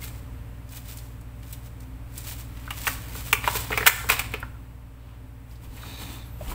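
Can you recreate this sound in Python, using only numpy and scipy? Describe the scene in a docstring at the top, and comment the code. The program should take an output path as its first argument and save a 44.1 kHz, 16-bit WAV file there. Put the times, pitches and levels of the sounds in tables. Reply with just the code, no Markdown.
"""At a kitchen sink, in a small hard room that answers every snap while an appliance hums throughout.
A plastic bag of seasoning is shaken over sliced vegetables in a steel bowl: its creases tick and crumple,
its film and the grains inside hiss. It is folded and put down, buckling with sharp snaps and knocking
on the counter. A hand digs into the wet slices, which squelch, plop and whistle as it starts to toss
them, and the bowl scrapes along the sink edge."""
import sys
import numpy as np
from scipy import signal
from scipy.fft import rfft, irfft, next_fast_len
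from scipy.io import wavfile
from scipy.ndimage import uniform_filter1d, minimum_filter1d, map_coordinates

SR = 44100
rng = np.random.default_rng(int(sys.argv[2]) if len(sys.argv) > 2 else 0)


def int16_out(signal):
    """Quantize to a 16-bit WAV file."""
    q = np.round(np.clip(np.atleast_2d(signal).T, -1, 1) * 32767)
    wavfile.write(sys.argv[1], SR, q.astype(np.int16))


N = 288399
TIME_S = np.arange(N) / SR


def amp(db):
    """Decibels to gain."""
    return 10 ** (np.asarray(db) / 20)


def unit(x):
    """Scale to rms 1."""
    return x / np.sqrt(np.mean(x ** 2) + 1e-20)


def along(points, hz):
    """Read a curve of (freq_hz, value) points on a log frequency axis."""
    freqs, values = np.transpose(points)
    return np.interp(np.log(hz + 1), np.log(freqs), values)


def wobble(rate_hz):
    """Smooth random modulation, with rate_hz new values a second."""
    knots = rng.standard_normal(int(N * rate_hz / SR) + 4)
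    return map_coordinates(knots, [TIME_S * rate_hz])


def filtered(x, response):
    """Apply a complex frequency response."""
    size = next_fast_len(len(x) + SR // 8)
    return irfft(rfft(x, size) * response(np.fft.rfftfreq(size, 1 / SR)), size)[:len(x)]


def coloured(x, spectrum, size=1024):
    """Minimum-phase EQ through (freq_hz, gain_db) points, so attacks stay sharp."""
    cepstrum = irfft(np.log(amp(along(spectrum, np.fft.rfftfreq(size, 1 / SR)))))
    cepstrum[1:size // 2] *= 2
    cepstrum[size // 2 + 1:] = 0
    return signal.fftconvolve(x, irfft(np.exp(rfft(cepstrum))))[:len(x)]


def resonant(x, modes):
    """Parallel resonators (pitch_hz, width_hz, gain_db) of alternating polarity."""
    def response(f):
        return sum((-1) ** k * amp(db) * 1j * f * width / (hz * hz - f * f + 1j * f * width)
                   for k, (hz, width, db) in enumerate(modes))
    return filtered(x, response)


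def bell(x, hz, width):
    """One resonance applied twice for steep skirts; width is a share of its pitch."""
    mode = [(hz, width * hz, 0)]
    return resonant(resonant(x, mode), mode)


def add(track, start_s, sound):
    """Mix a sound in at its cue."""
    start = max(round(start_s * SR), 0)
    track[start:start + len(sound)] += sound[:max(N - start, 0)]


def grains(per_s, spread_db):
    """Random tiny impulses of uneven size, rms 1."""
    sizes = amp(spread_db * np.minimum(rng.standard_normal(N), 2)) * rng.choice([-1, 1], N)
    return unit(sizes * (rng.random(N) < per_s / SR))


def burst(t60_s, direct):
    """One impulse and its dense scatter off the near surfaces."""
    t = np.arange(SR // 10) / SR
    scatter = rng.standard_normal(len(t)) * amp(-60 * t / t60_s)
    return scatter / np.linalg.norm(scatter) + direct * (t == 0)


def swell(peak_s, length_s, level_db, rise, roundness):
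    """One move's envelope, 10 dB down at each end. Rise: attack share; roundness: 1 pointed, 2 round."""
    t = TIME_S - peak_s
    away = np.maximum(-t / rise, t / (1 - rise)) / length_s
    return amp(level_db - 10 * np.minimum(away, 10) ** roundness)


def together(levels):
    """Overlapping movements add in power."""
    return np.sqrt(sum(level ** 2 for level in levels))


# fader ride of the appliance: time_s, level_db
APPLIANCE_RIDE = [(0, -36), (.7, -39.5), (2.1, -39), (2.7, -37), (3.75, -34.5), (4.35, -37), (4.8, -42.5),
                  (5.5, -42), (6.0, -39.5), (6.54, -37.5)]
# mains and motor tones: pitch_hz, relative_db
HUM_TONES = [(59.2, -43), (102.3, -50.5), (118.4, -46.5), (172.3, -68), (258.4, -60.5), (468.3, -68),
             (581.4, -67)]
# resonances of the casing: pitch_hz, width_hz, relative_db
PANEL_MODES = [(48.3, 8.3, -5.5), (82.5, 33, -4), (171, 25, -13), (265.5, 53, -8.5)]
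# rush of air: freq_hz, gain_db
AIR_EQ = [(150, -30.5), (330, -11.5), (470, -9.5), (680, -11.5), (900, -9.5), (1400, -14), (2500, -17.5),
          (4000, -26), (6000, -30.5), (15000, -32)]
def appliance():
    """The bed: wavering mains and motor tones, rumbling panels and a rush of air."""
    times, levels_db = np.transpose(APPLIANCE_RIDE)
    level = amp(np.interp(TIME_S, times, levels_db))
    tones = np.zeros(N)
    for hz, db in HUM_TONES:
        gain = amp(db + 0.61 * wobble(4.9))
        tones += gain * np.sin(2 * np.pi * (hz * TIME_S + rng.random()) + .1 * wobble(3.9))
    panels = sum(amp(db) * unit(bell(rng.standard_normal(N), hz, width_hz / hz))
                 for hz, width_hz, db in PANEL_MODES)
    rumble_eq = [(25, 0.5), (130, -2), (300, -9.5), (500, -34), (2000, -86)]  # freq_hz, gain_db
    rumble = unit(coloured(rng.standard_normal(N), rumble_eq))
    air = unit(coloured(rng.standard_normal(N), AIR_EQ))
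    mix = amp(-0.73) * unit(tones) + amp(-8.5) * unit(panels) + amp(-12) * rumble + amp(-16) * air
    return level * mix


# small creases flipping: start_s, relative_db, centre_hz
CREASE_TICKS = [(.019, -44, 4500), (.691, -48, 5000), (0.776, -44, 3500), (0.972, -39, 7050),
                (.986, -40.5, 4000), (1.211, -51, 8000), (1.431, -44, 2300), (1.527, -35, 11800),
                (1.531, -37.5, 3280), (1.805, -46.5, 6000), (2.179, -32, 8160), (2.207, -50, 6000),
                (2.2486, -41.5, 2370), (2.572, -44.5, 1990), (4.066, -43.5, 12000), (4.319, -45, 10000),
                (4.402, -43.5, 11100)]
def bag_ticks():
    """Single creases in the film flip with a thin tick."""
    out = np.zeros(N)
    for start_s, db, hz in CREASE_TICKS:
        tick = resonant(burst(t60_s=.04, direct=.3), [(hz, 0.73 * hz, 0)])
        add(out, start_s, amp(db - 17.5) * unit(tick))
    return out


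def bowl_ping(start_s=.022, pitch_hz=2125, level_db=-38.5, t60_s=0.15):
    """One light touch lets the steel bowl ping."""
    out, t = np.zeros(N), np.arange(SR // 3) / SR
    add(out, start_s, amp(level_db - 60 * t / t60_s) * np.sin(2 * np.pi * pitch_hz * t))
    return out


# shaking the bag over the bowl: peak_s, length_s, hiss_db
BAG_SHAKES = [(0.038, 0.046, -37), (0.077, 0.043, -41.5), (0.163, 0.12, -56), (0.729, 0.051, -46.5),
              (0.773, 0.052, -42.5), (0.904, 0.11, -45), (0.992, 0.17, -50), (1.5, 0.11, -49),
              (1.658, 0.039, -48), (1.823, 0.052, -55), (2.18, 0.073, -41.5), (2.291, 0.081, -34.5),
              (2.396, 0.089, -45)]
# folding and pressing it: peak_s, length_s, hiss_db, crumple_over_hiss_db
BAG_FOLDS = [(2.63, 0.29, -54, 4), (2.797, .14, -40, -3), (2.874, 0.1, -32, -2.5), (3.051, 0.2, -46, 1),
             (3.175, 0.12, -38.5, -1.5), (3.281, 0.11, -38.5, -4), (3.473, 0.098, -37, 6.5),
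             (3.559, .15, -32, -2.5), (3.794, 0.33, -42.5, 8), (3.98, 0.12, -40.5, -1),
             (4.121, 0.038, -27, 4.5), (4.188, 0.09, -40.5, 8.5), (4.338, 0.1, -56, 15.5)]
# midrange body of the creased bag: freq_hz, gain_db
CRUMPLE_EQ = [(200, -24), (450, -8.5), (950, -2.5), (1350, -3), (2000, -2), (2350, -0.5), (2750, -2.5),
              (3250, -4.5), (4300, -8.5), (5500, -15), (9000, -39)]
# bright top of the thin film: freq_hz, gain_db
FILM_EQ = [(1500, -26), (3400, 1), (4800, 0), (7000, 0), (11000, -3.5), (15000, -1)]
def bag_rustle(shake_crumple_db=-3.5):
    """Each move stirs clumps of creases: broad folds crumple, the film and the grains in it hiss."""
    # a loosely held bag hisses more than it crumples
    moves = [(*shake, shake_crumple_db) for shake in BAG_SHAKES] + BAG_FOLDS
    hiss_levels, crumple_levels = [], []
    for peak_s, length_s, hiss_db, crumple_db in moves:
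        effort = swell(peak_s, length_s, hiss_db, rise=0.46, roundness=0.98)
        hiss_levels.append(effort)
        crumple_levels.append(effort * amp(crumple_db))
    clumps = amp(1.8 * wobble(70))
    crumple = unit(coloured(grains(per_s=1100, spread_db=4) * clumps, CRUMPLE_EQ))
    hiss = unit(coloured(grains(per_s=2200, spread_db=4) * clumps, FILM_EQ))
    return amp(-2.5) * together(crumple_levels) * crumple + amp(-2) * together(hiss_levels) * hiss


# dull knock inside a snap: freq_hz, gain_db
KNOCK_EQ = [(150, -27), (400, -15.5), (580, -5), (800, 1), (1250, 5), (1800, -2.5), (2600, -35),
            (5000, -63.5)]
def buckle(ring_hz, crack_db, knock_db=-4.5):
    """A fold gives way: a dull knock, a quickly damped ring and a bright crack."""
    knock = unit(coloured(burst(t60_s=0.039, direct=0.4), KNOCK_EQ))
    fold = coloured(burst(t60_s=0.025, direct=0.57), CRUMPLE_EQ)
    ring = unit(bell(fold, ring_hz, width=0.42))
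    crack = unit(coloured(burst(t60_s=0.04, direct=0.51), FILM_EQ))
    return amp(knock_db) * knock + ring + amp(crack_db) * crack


# the bag buckling and landing: start_s, ring_hz, ring_relative_db, crack_over_ring_db, thud_relative_db
BAG_SNAPS = [(2.677, 1500, -39, -29, -62), (2.7063, 2420, -31, -8, -68), (2.869, 2570, -23.5, -17.5, -63),
             (2.876, 1560, -23.5, -6, -58), (3.151, 1190, -41.5, -10, -49),
             (3.3289, 2290, -15.5, -7, -35.5), (3.441, 2000, -30, -21.5, -54.5),
             (3.4753, 760, -18.5, -19, -39.5), (3.4767, 2640, -26.5, -11.5, -57),
             (3.5512, 940, -33, -10, -35.5), (3.7047, 795, -32, -12, -33.5),
             (3.7192, 2100, -29.5, -17.5, -51), (3.7274, 2090, -26.5, -21.5, -35.5),
             (3.7394, 2460, -32, -20, -48.5), (3.7752, 2350, -21.5, -8, -35.5),
             (3.807, 1770, -30, -12, -34), (3.828, 1800, -29.5, -21, -44), (3.86, 1300, -25, -11, -45),
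             (3.8652, 2850, -14.5, -3.5, -49), (3.8723, 1800, -6.5, -5, -31),
             (3.875, 2820, -14.5, 3.5, -60.5), (3.895, 1910, -22.5, -17, -56),
             (4.041, 900, -40, -11.5, -44), (4.0894, 1780, -28.5, -1, -50), (4.096, 2470, -23.5, -12, -52),
             (4.0999, 2290, -18, -5, -36.5), (4.124, 1100, -31.5, -7, -52), (4.1935, 2480, -26, -2, -57),
             (4.338, 2620, -29, -14.5, -35.5), (4.428, 1320, -32.5, -33, -62)]
# resonances of the hollow counter: pitch_hz, width_hz, gain_db
COUNTER_MODES = [(210, 140, -10), (397, 58, 1), (430, 62, 2.5), (516, 33, 0)]
def bag_snaps(rebound_s=.0028, rebound_db=-3.5):
    """Each snap is a buckle and its weaker rebound; the bag's weight rings the hollow counter."""
    snaps, blows = np.zeros(N), np.zeros(N)
    for start_s, ring_hz, ring_db, crack_db, thud_db in BAG_SNAPS:
        add(snaps, start_s, amp(ring_db) * buckle(ring_hz, crack_db))
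        add(snaps, start_s + rebound_s, amp(ring_db + rebound_db) * buckle(ring_hz, crack_db))
        blows[round(start_s * SR)] = amp(thud_db)
    return amp(-11.5) * snaps + amp(51.5) * resonant(blows, COUNTER_MODES)


# soft sub-bass bumps: start_s, relative_db, pitch_hz
COUNTER_BUMPS = [(4.10, -36, 33.8), (5.66, -33, 37), (6.465, -24, 36.6)]
def counter_bumps():
    """The counter gives a couple of slow swings when weight lands on it."""
    out, t = np.zeros(N), np.arange(SR // 3) / SR
    envelope = (t / 0.032) ** 2 * np.exp(2 - 2 * t / 0.026)
    for start_s, db, hz in COUNTER_BUMPS:
        add(out, start_s, amp(db) * envelope * np.sin(2 * np.pi * hz * t))
    return out


HAND_RISE, HAND_ROUND = 0.51, 1.4  # envelope shape of an arm or hand move
# soft, dull body of both the sleeve and the wet slices: freq_hz, gain_db
SOFT_EQ = [(100, -11), (230, 10.5), (380, -1.5), (650, -3), (930, 1.5), (1600, -6), (3000, -5),
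           (5500, -18.5), (10000, -35)]
def sleeve():
    """A dull brush of cloth as the arm comes in."""
    brush = swell(peak_s=5.09, length_s=0.24, level_db=-58, rise=HAND_RISE, roundness=HAND_ROUND)
    return brush * unit(coloured(rng.standard_normal(N), SOFT_EQ))


# the hand pushing through the slices: peak_s, length_s, level_db
HAND_STROKES = [(5.522, .07, -57), (5.643, 0.05, -52), (5.773, 0.093, -51.5), (5.885, 0.28, -48),
                (6.021, .08, -42), (6.125, 0.16, -45.5), (6.263, .14, -59.5), (6.449, 0.11, -47.5),
                (6.511, 0.07, -40)]
# wet sizzle of droplets: freq_hz, gain_db
FIZZ_EQ = [(1500, -22), (3500, -4.5), (5000, -3), (7000, -1), (11000, -3.5), (15000, -2.5)]
# slices dropping and sticking to each other: start_s, relative_db, pitch_hz
SLICE_PLOPS = [(5.511, -56, 4800), (5.556, -56, 4500), (5.775, -47, 2010), (5.832, -38, 1210),
               (6.018, -43, 3500), (6.409, -32, 633), (6.481, -44, 3000), (6.516, -33.5, 960)]
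def wet_slices():
    """Wet slices squelch and fizz with each stroke of the hand; some drop with a plop."""
    effort = together(swell(*stroke, HAND_RISE, HAND_ROUND) for stroke in HAND_STROKES)
    squelch = unit(coloured(grains(per_s=2500, spread_db=3), SOFT_EQ))
    fizz = unit(coloured(grains(per_s=6000, spread_db=3), FIZZ_EQ))
    out = effort * (amp(0.4) * squelch + amp(-4.3) * fizz)
    for start_s, db, hz in SLICE_PLOPS:
        plop = bell(burst(t60_s=0.051, direct=0.48), hz, width=0.38)
        add(out, start_s, amp(db - 13.5) * unit(plop))
    return out


# resonances of the steel bowl at the peak of the drag: pitch_hz, width_hz, gain_db
BOWL_MODES = [(1120, 60, -20), (1740, 60, -5), (2450, 300, -6.5), (3620, 97, 0.5), (3840, 110, 0),
              (3930, 87, -0.5), (4370, 290, -6.5), (6440, 150, -12)]
def bowl_drag(peak_s=6.0, sag_per_s=.1):
    """Uneven slips on the sink edge excite the steel, whose pitch sags as the hand loads the bowl."""
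    slips = grains(per_s=900, spread_db=4) * amp(2.5 * wobble(45))
    speed = 1 - sag_per_s * np.clip(TIME_S - peak_s, -.5, .5)  # varispeed bends all modes together
    scrape = map_coordinates(resonant(slips, BOWL_MODES), [np.cumsum(speed)], mode="wrap")
    return swell(peak_s, length_s=0.43, level_db=-47, rise=0.51, roundness=2) * unit(scrape)


# air squeezed from between wet slices: start_s, length_s, start_pitch_hz, relative_db
GAP_WHISTLES = [(6.23, .07, 12150, -64), (6.245, .055, 10300, -65), (6.282, 0.14, 14100, -62)]
def wet_whistles():
    """Thin whistles that rise as the wet gap closes."""
    out = np.zeros(N)
    for start_s, length_s, hz, db in GAP_WHISTLES:
        progress = np.linspace(0, 1, round(length_s * SR))
        pitch_hz = hz * (1 + .028 * progress * (2 - progress))
        envelope = amp(db + 2) * np.sin(np.pi * progress)
        add(out, start_s, envelope * np.sin(2 * np.pi * np.cumsum(pitch_hz) / SR))
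    return out


def early_reflections(x, level_db, count=8):
    """Weak, quick echoes off the sink, counter and tiles."""
    delays_s, signs = rng.uniform(0.0018, 0.023, count), rng.choice([-1, 1], count)
    echoes = (sign * np.pad(x, (round(delay_s * SR), 0))[:N] for delay_s, sign in zip(delays_s, signs))
    return amp(level_db) * sum(echoes)


# decay time of the room: freq_hz, t60_s
KITCHEN_DECAY = [(200, .33), (1000, 0.59), (2500, 0.4), (8000, 0.51), (15000, 0.33)]
def kitchen_reverb(x, predelay_s=0.006):
    """A diffuse tail in which each frequency dies at its own speed."""
    hz, t, noise = signal.stft(rng.standard_normal(SR // 2), SR, nperseg=256)
    decay = amp(-60 * t / along(KITCHEN_DECAY, hz)[:, None])
    tail = signal.istft(noise * decay, SR, nperseg=256)[1]
    delayed = np.pad(x, (round(predelay_s * SR), 0))
    return signal.fftconvolve(delayed, tail / np.linalg.norm(tail))[:N]


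def scene():
    """The mono mix: hits and handling feed the room; whistles, bumps and the appliance stay dry."""
    hits = bag_snaps() + bag_ticks()
    handling = bag_rustle() + sleeve() + wet_slices() + bowl_ping() + bowl_drag()
    close = hits + handling
    early = early_reflections(close, level_db=-19.5)
    tail = kitchen_reverb(amp(-11.5) * hits + amp(-9) * handling)
    return (close + early + tail + wet_whistles() + counter_bumps() + appliance())[None]


def limiter(x, ceiling_db, release_db_per_s, smooth_samples=33):
    """Gain drops at once on a peak above the ceiling and creeps back."""
    over_db = np.maximum(20 * np.log10(np.abs(x) + 1e-9) - ceiling_db, 0)
    release_db = release_db_per_s * TIME_S
    cut_db = np.maximum.accumulate(over_db + release_db) - release_db
    return x * amp(uniform_filter1d(minimum_filter1d(-cut_db, smooth_samples), smooth_samples))


TOP_HZ = 15650
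# treble lift of the microphone port: freq_hz, gain_db
MIC_EQ = [(6800, 0), (8100, 6.5), (9400, 1.5), (12000, 3.5), (15000, 8), (15650, 8.5)]
def record(dry):
    """The phone brightens the treble, limits the tallest peaks and keeps nothing above its band limit."""
    bright = filtered(coloured(dry[0], MIC_EQ), lambda hz: hz < TOP_HZ)
    limited = limiter(bright, ceiling_db=-.1, release_db_per_s=42)
    return filtered(limited, lambda hz: hz < TOP_HZ)[None]


dry = scene()
out = record(dry)
int16_out(out)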